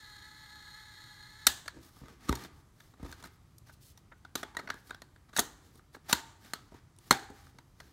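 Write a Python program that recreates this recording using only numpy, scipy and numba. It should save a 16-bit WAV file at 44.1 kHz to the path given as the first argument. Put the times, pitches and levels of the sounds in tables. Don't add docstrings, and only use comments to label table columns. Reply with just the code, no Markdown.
import sys
import numpy as np
from scipy import signal
from scipy.io import wavfile
from scipy.ndimage import uniform_filter1d
from numba import njit

SR = 44100
rng = np.random.default_rng(int(sys.argv[2]) if len(sys.argv) > 2 else 0)


def transcribe(u):
    v = np.clip(np.atleast_2d(u).T, -1, 1)
    q = np.round(v * 32767).astype(np.int16)
    wavfile.write(sys.argv[1], SR, q)


N = 349272

# t/s, peak before the echo/dB, thud (how much it shakes the table)/dB, snap (how hard the contact is)/dB,
# low pitch of the struck part f/Hz, its high pitch f/Hz, chatter length/ms
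CLICKS = [(1.467, -4.5, -15, 5, 1736, 8030, 6.5), (1.472, -16, -10.5, -1.5, 1940, 8530, 3.8),
          (1.656, -41, -4, -3.5, 1680, 6280, 12), (1.678, -25.5, -21.5, -7, 1650, 4240, 7),
          (1.763, -47, 22, -7, 996, 3410, 15), (1.965, -50, 11, -5, 1450, 3520, 5.6),
          (2.013, -41, 37, -3, 1460, 3290, 5.3), (2.034, -42.5, 26, -9, 1460, 7170, 5.3),
          (2.052, -47, 6, -6, 1220, 6610, 20), (2.083, -39.5, 0, -6, 1250, 3590, 1.6),
          (2.284, -29.5, 0, -5, 1180, 3740, 11), (2.291, -15, 14.5, 0, 1190, 4130, 5.7),
          (2.325, -21.5, 1.5, -5.5, 897, 3200, 4.5), (2.351, -33, -10, 7, 970, 4130, 11),
          (2.368, -41.5, 2, -3, 956, 3610, 12), (2.437, -39, 8, 8, 1950, 4190, 2.8),
          (2.446, -37, -5, -4, 2090, 3360, 7.5), (2.8, -43, -23, -5.5, 1690, 3620, 11.4),
          (2.935, -50.5, 6, -7, 1190, 3950, 12), (2.996, -43.5, 22, -9, 1710, 3820, 9.6),
          (3.027, -32.5, 35, 7, 1030, 3680, 7.7), (3.044, -39, 14, -3, 1310, 4030, 19),
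          (3.09, -43.5, 19, 1, 1710, 3330, 5.4), (3.115, -39, 16, 12, 885, 6550, 3),
          (3.124, -35.5, -16, -5.5, 1500, 4130, 7), (3.224, -40.5, 6, 2, 1880, 3410, 8),
          (3.237, -36, -4.5, -5, 1300, 4240, 10.5), (3.255, -47, 7, 2, 1350, 2980, 10),
          (3.269, -45, -12, -5, 1640, 3940, 8), (3.581, -43, 2, 25, 1070, 5100, 6.7),
          (3.692, -45.5, -11, -33, 1470, 6870, 13), (3.974, -46, 5, 7.5, 936, 5840, 5.4),
          (4.115, -42, -14, -23, 1474, 3660, 20), (4.248, -39.5, -13, -14, 1540, 4600, 8.8),
          (4.353, -18.5, -1, 2, 1210, 3680, 7.5), (4.429, -26, -4, -7.5, 870, 3430, 9),
          (4.547, -40.5, -1, -10, 915, 5230, 8.8), (4.567, -21.5, -14, -8.5, 1870, 3710, 6.3),
          (4.586, -31.5, -5, -10, 1280, 4210, 22), (4.673, -32, -18, -16, 1430, 5580, 8.1),
          (4.686, -35, -6, -15, 1500, 4470, 13), (4.7, -18, -17.5, -10, 1660, 5560, 7.8),
          (4.741, -39.5, 18, 6, 1700, 5530, 4.3), (4.894, -42.5, -4, -5, 1420, 4390, 7.7),
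          (4.906, -27.5, -15.5, -13, 1570, 3770, 5.6), (4.945, -36.5, -12.5, -6.5, 1490, 5570, 4.5),
          (5.018, -36, -4, -2, 1000, 4330, 5.1), (5.159, -48, -11, -12.5, 1686, 4590, 8),
          (5.329, -42.5, -4, -7.5, 1220, 4050, 14), (5.363, -18.5, -17, -3, 1730, 3970, 7.2),
          (5.371, -19.5, -3.5, 12, 2030, 7100, 12), (5.382, -16.5, -4, -8, 1880, 3350, 17),
          (5.392, -14, -8.5, 5.5, 1420, 6360, 8.7), (5.392, -11.5, 8, 11.5, 1340, 6420, 2),
          (5.399, -18.5, -12, 20.5, 1900, 7210, 6.3), (5.754, -51, 12, 6.5, 1430, 9530, 6.8),
          (5.793, -48.5, -7.5, -18, 1240, 3770, 4.1), (5.944, -38.5, -7.5, -10.5, 1740, 4450, 13),
          (5.964, -43.5, 9.5, -15, 920, 7240, 8.4), (6.095, -27, -1, -1, 1510, 5860, 4.2),
          (6.126, -6.5, -5.5, 1.5, 913, 7300, 8.8), (6.446, -48, -1, 0, 1097, 7310, 7.8),
          (6.534, -18, -9.5, -2, 1300, 4410, 4.7), (6.719, -42.5, 22.5, -6.5, 1100, 3590, 7),
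          (6.74, -44, 18, -1.5, 957, 4050, 10.3), (6.963, -54.5, 5.5, 14, 970, 9390, 3),
          (6.986, -43.5, 13, 14.5, 980, 9600, 4.1), (7.108, -3, -4.5, -3, 800, 4260, 5),
          (7.116, -15, 3.5, -2, 2040, 3690, 2.8), (7.124, -20.5, -6.5, -1, 905, 3600, 5.9),
          (7.3, -38, 34, 9, 1144, 4330, 8), (7.467, -47, -8, -20, 1560, 4760, 5.4),
          (7.584, -41.5, -1, -4.5, 922, 4780, 8.5), (7.8, -38.5, -10, -6.5, 1660, 4150, 10)]
GROUP_TOP_HZ = [180, 450, 1200, 2600, 5200, 9400, 15600]
# f/Hz, relative level/dB, time to die by 60 dB t/s
SHELL_MODES = [(70, 1.5, 0.099), (130, -8, 0.27), (200, -10.5, 0.019), (278, 7, 0.084), (321, 3, 0.085),
               (352, -2.5, 0.12), (417, 0.5, .035), (428.7, 0.5, 0.025), (683.4, -5.5, 0.027),
               (800, 5, 0.0067), (944, -0.5, 0.03), (1198.2, 6.5, 0.017), (1500, 1.5, 0.011),
               (1670, -5.5, 0.011), (1880, -9.5, 0.023), (2040, -9, 0.02), (2850, 0, 0.0033),
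               (3490, -2.5, 0.011), (3824, 1.5, 0.015), (4295, -3.5, 0.018), (4740, -13, 0.0012),
               (5820, 0.5, .005), (6580, 6, 0.0035), (7520, 1, 0.0035), (8550, -5.5, 0.015),
               (9060, -3, 0.0056), (9950, -8, 0.0062), (11280, -7, 0.0086), (12170, -10.5, 0.018),
               (14500, -4.5, 0.0028)]
# strength level/dB, share of the thud, share of the snap
GROUP_ANSWERS = [(-1.5, 1.2, 0.01), (-1.86, 1.01, 0.01), (1.5, 0.61, 0.01), (-0.3, 0.01, 0.01),
                 (0, 0.011, .85), (-1, 0.01, 1.3), (-7, 0.01, 1.5)]
# energy level/dB, time to die by 60 dB t/s
CLICK_ECHO = [(-15.5, 0.47), (-5, 0.17), (-9, 0.25), (-10, 0.21), (-9, 0.16), (-13.5, 0.2), (-11.5, 0.12)]
# f/Hz, nominal width f/Hz (widened in motor), relative level/dB
MOTOR_BODY = [(863.6, 22, -9), (1310, 62, -20), (1680, 75, -4.5), (1967, 37, -2.5), (2106, 30, -7),
              (3320, 110, -12.5), (3860, 350, -9.5), (4170, 170, -6), (4426, 120, -27.5), (5286, 150, -20),
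              (5890, 120, -20.5), (6860, 600, -19), (8700, 1100, -23.5), (12100, 1100, -25.5),
              (14000, 3200, -33.5), (978, 19, -10.5), (1450, 420, -14), (10800, 150, -25)]
# start t/s, length t/s, table rumble level/dB, scrape level/dB,
# brightness/dB (added once to the scratch, twice to the hiss)
RUBS = [(1.71, 0.12, -53, -63, -12), (1.793, 0.13, -67, -62.5, -0.5), (1.885, 0.15, -75, -66.5, 0),
        (1.966, 0.23, -57.5, -60, -9), (2.15, 0.3, -57, -54.5, -7.5), (2.354, 0.15, -54, -52, -7),
        (2.49, 0.15, -70, -69, -2), (2.713, .26, -75, -70.5, -1), (2.946, 0.18, -66, -60, -12),
        (3.031, 0.15, -60.5, -60.5, -4.5), (3.144, 0.1, -61.5, -60.5, -6), (3.221, 0.076, -56, -55, -5),
        (3.278, 0.11, -75, -76.5, 1), (3.645, .08, -80, -65, -3), (3.71, 0.052, -82, -74.5, 5),
        (3.778, .17, -98, -81.5, 10.5), (3.967, 0.04, -80, -76, 0), (4.169, .025, -86, -86, 5.5),
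        (4.34, 0.098, -55, -52, -3.5), (4.445, 0.13, -69, -64, -25), (4.603, 0.1, -56, -66, -8),
        (4.72, 0.13, -64.5, -67.5, -2), (4.814, 0.13, -69, -69, 0.5), (5.28, 0.027, -71, -63, -16),
        (5.333, 0.057, -63, -57.5, -1), (5.589, 0.15, -66.5, -70, -2), (5.694, 0.12, -65.5, -71, 1),
        (5.918, 0.057, -70, -64, -1), (6.028, 0.093, -63, -61, -6), (6.08, 0.054, -59, -41, -1.5),
        (6.368, 0.21, -65, -62, -3.5), (6.544, 0.19, -67.5, -68.5, -6), (6.697, .13, -70.5, -62.5, -11.5),
        (6.953, 0.32, -65, -62, -1), (7.293, 0.17, -69, -63.5, -3), (7.406, 0.13, -64.5, -64.5, -3.5),
        (7.518, 0.087, -64, -75, -6), (7.723, 0.25, -67, -69, -3.5)]
# f/Hz, relative level per Hz/dB
AIR_SHAPE = [(15, -36), (25, 2.5), (130, 1), (190, -12), (301, -11.5), (489, -24), (1230, -21.5),
             (1370, -20.5), (1560, -32), (1740, -24.5), (2690, -31), (3430, -31), (5570, -32.5),
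             (14400, -36.5), (16000, -44)]
# f/Hz, time to die by 60 dB t/s
ROOM_TAIL = [(200, 0.28), (800, 0.86), (2500, 0.43), (6000, 0.32), (13000, 0.058)]

MESH_HZ, MOTOR_DB, STOP_S, STOP_FADE_S = 423.3, -54.5, 1.485, 0.0071
SHAFT_HZ, SHAFT_THROB_DB, SHAFT_WOBBLE = 16.2, 0.94, 0.011
ROOM_DB, ROOM_GAP_S, AIR_DB = -11, 0.00057, -60
SPOT_DB, SPOT_OCTAVES = 22, 0.079
CONTACT_SCATTER_DB, MODE_SCATTER_DB, MODE_SCATTER_PITCH = 3.5, 2.0, 0.02
CASSETTE_IN_S, CASSETTE_HZ, CASSETTE_OCTAVES, CASSETTE_DB = 4.0, 410, 0.22, 14.5
LIGHT_DEEP_DB = -12.5
LINGER_HZ, LINGER_Q = 4200, 20
LATE_DB, LATE_STRETCH = -12.5, 3.4
RUB_RISE_SHARE, RUB_FALL_SHARE = 0.5, 0.45
SCRATCH_DB, HISS_DB = -1.5, 0.5
DIP_HZ, DIP_WIDTH_HZ, DIP_SHARE = 2592, 610, 0.26
TOP_HZ = 15700


def undb(db):
    return 10 ** (np.asarray(db) / 20)


def level(x, db):
    return x * undb(db) / np.sqrt(np.mean(x ** 2))


@njit
def svf(x, hz, width):
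    y = np.empty(len(x))
    band_state, low_state = 0., 0.
    g, k = np.tan(np.pi * hz / SR), width / hz
    for i in range(len(x)):
        v = (band_state + g * (x[i] - low_state)) / (1 + g * (g + k))
        band_state = 2 * v - band_state
        low_state = low_state + 2 * g * v
        y[i] = k * v
    return y


def band(x, lo_hz, hi_hz):
    return signal.sosfilt(signal.butter(2, [lo_hz, hi_hz], "band", fs=SR, output="sos"), x)


def walk(rate):
    hold = int(SR / rate)
    steps = np.repeat(rng.standard_normal(N // hold + 1), hold)
    return 1.2 * uniform_filter1d(uniform_filter1d(steps, hold), hold)[:N]


def nearness(hz, centre_hz, octaves):
    return np.exp(-(np.log2(hz / centre_hz) / octaves) ** 2)


def decay(t, t60):
    return 1000. ** (-t / t60)


def motor():
    shaft = 2 * np.pi * np.cumsum(SHAFT_HZ * (1 + .04 * walk(8))) / SR
    waver = .011 * walk(10) + .016 * walk(50) + .03 * walk(400)
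    teeth_passed = np.cumsum(MESH_HZ * (1 + SHAFT_WOBBLE * np.sin(shaft) + waver)) / SR
    ticks = np.diff(np.floor(teeth_passed), prepend=0) * undb(3.0 * rng.standard_normal(N))
    ticks = level(ticks - ticks.mean(), 0)
    body = 0
    for hz, width, db in MOTOR_BODY:
        drive = ticks + level(rng.standard_normal(N), -0.5)
        once = svf(drive, 1. * hz, 1.9 * width)
        body = body + undb(db) * svf(once, 1. * hz, 1.9 * width)
    throb_db = SHAFT_THROB_DB * np.sin(2 * shaft)
    running = np.clip((STOP_S - np.arange(N) / SR) / STOP_FADE_S, 0, 1)
    return level(body, 0) * undb(MOTOR_DB + throb_db + 0.77 * walk(18)) * running


def room(x):
    t = np.arange(SR // 2) / SR
    tail = 0
    for hz, t60 in ROOM_TAIL:
        tail = tail + svf(rng.standard_normal(len(t)), 1. * hz, 1. * hz) * decay(t, t60)
    tail = tail * np.clip(t / ROOM_GAP_S - 1, 0, 1)
    return undb(ROOM_DB) * signal.fftconvolve(x, tail / np.sqrt(np.sum(tail ** 2)))[:N]


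def air():
    noise = 0
    shape_hz, shape_db = np.transpose(AIR_SHAPE)
    for hz in 30 * 2 ** np.arange(0, 9.2, 1 / 3):
        db = np.interp(np.log(hz), np.log(shape_hz), shape_db) + 1.0 * walk(11)
        narrow = svf(svf(rng.standard_normal(N), hz, hz / 3), hz, hz / 3)
        noise = noise + undb(db) * narrow
    return level(noise, AIR_DB)


def diffuse_noise(lo_hz, hi_hz):
    noise = 0
    for hz, db, _ in SHELL_MODES:
        if lo_hz < hz <= hi_hz:
            noise = noise + undb(db) * svf(rng.standard_normal(4 * SR), 1. * hz, hz / 3.4)
    return band(noise, lo_hz, hi_hz)


def clicks():
    out, swarm, tail = np.zeros(N + SR), 1024, SR // 2
    t, late = np.arange(6000) / SR, np.arange(tail) / SR
    hz, db, t60 = (column[:, None] for column in np.transpose(SHELL_MODES))
    group = np.searchsorted(GROUP_TOP_HZ, hz[:, 0])
    edges = list(zip([40] + GROUP_TOP_HZ, GROUP_TOP_HZ))
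    diffuse = [diffuse_noise(lo, hi) for lo, hi in edges]
    flutter = undb(1.0 * walk(120))
    fill = np.clip(late / ROOM_GAP_S - 1, 0, 1)

    for s, peak_db, thud_db, snap_db, low_hz, high_hz, ms in CLICKS:
        part_pitches = (low_hz, high_hz)
        cassette_in = s > CASSETTE_IN_S
        hits = rng.standard_normal(swarm) * undb(CONTACT_SCATTER_DB * rng.standard_normal(swarm))
        u = t[:swarm] / (ms / 6000)
        swell = u ** 2 * np.exp(-u)

        near_db = SPOT_DB * sum(nearness(hz, p, SPOT_OCTAVES) for p in part_pitches)
        near_db = near_db + CASSETTE_DB * nearness(hz, CASSETTE_HZ, CASSETTE_OCTAVES) * cassette_in
        mode_db = db + near_db + MODE_SCATTER_DB * rng.standard_normal(hz.shape)
        mode_hz = hz * (1 + MODE_SCATTER_PITCH * rng.standard_normal(hz.shape))
        modes = undb(mode_db) * np.sin(2 * np.pi * mode_hz * t) * decay(t, t60)

        spot = rng.integers(0, 3 * SR)
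        room_shape = fill * flutter[spot:spot + tail]
        click = echo = 0
        for k, (base_db, thud_share, snap_share) in enumerate(GROUP_ANSWERS):
            strength_db = base_db + thud_share * thud_db + snap_share * snap_db
            strength_db += LIGHT_DEEP_DB * (k == 0 and cassette_in)
            push = (np.abs(hits) if k < 2 else hits) * swell
            ring = signal.fftconvolve(modes[group == k].sum(axis=0), push)
            ring = band(ring, *edges[k])
            click = click + undb(strength_db) * ring / np.sqrt(np.sum(ring ** 2))

            echo_db, echo_t60 = CLICK_ECHO[k]
            wash = diffuse[k][spot:spot + tail]
            lingering = sum(LINGER_HZ / p * svf(wash, 1. * p, p / LINGER_Q) for p in part_pitches)
            fading = decay(late, echo_t60) + undb(LATE_DB) * decay(late, echo_t60 * LATE_STRETCH)
            wash = (wash + lingering) * room_shape * fading
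            echo = echo + undb(strength_db + echo_db) * wash / np.sqrt(np.sum(wash ** 2))
        i, gain = int(s * SR), undb(peak_db) / np.abs(click).max()
        out[i:i + len(click)] += gain * click
        out[i:i + tail] += gain * echo
    return out[:N]


def hands():
    grains = rng.standard_normal(N) * undb(2.2 * walk(220) + 1.2 * walk(30))
    scrape = sum(undb(db) * svf(grains, 1. * hz, hz / 6) for hz, db, _ in SHELL_MODES if 600 < hz < 2600)
    rumble, scratch, hiss = band(grains, 150, 450), band(grains, 1500, 6000), band(grains, 2800, 15000)
    layers = [rumble, scrape, scratch, hiss]
    pressure = np.zeros((len(layers), N))
    for s, length, rumble_db, scrape_db, bright_db in RUBS:
        i = int(s * SR)
        u = np.arange(min(int(length * SR), N - i)) / (length * SR)
        ramp = np.clip(np.minimum(u / RUB_RISE_SHARE, (1 - u) / RUB_FALL_SHARE), 0, 1)
        swell = np.sin(np.pi / 2 * ramp) ** 2
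        scratch_db = scrape_db + bright_db + SCRATCH_DB
        hiss_db = scrape_db + 2 * bright_db + HISS_DB
        layer_db = [rumble_db, scrape_db, scratch_db, hiss_db]
        pressure[:, i:i + len(u)] += undb(layer_db)[:, None] * swell
    return sum(p * level(x, 0) for p, x in zip(pressure, layers))


def scene():
    steady = motor() + hands()
    return (steady + room(steady) + air() + clicks())[None, :]


def record(dry):
    dipped = dry - DIP_SHARE * svf(dry[0], 1. * DIP_HZ, 1. * DIP_WIDTH_HZ)
    low_cut = signal.sosfilt(signal.butter(2, 45, "high", fs=SR, output="sos"), dipped)
    return signal.sosfilt(signal.ellip(8, .2, 70, TOP_HZ, fs=SR, output="sos"), low_cut)


dry = scene()
out = record(dry)
transcribe(out)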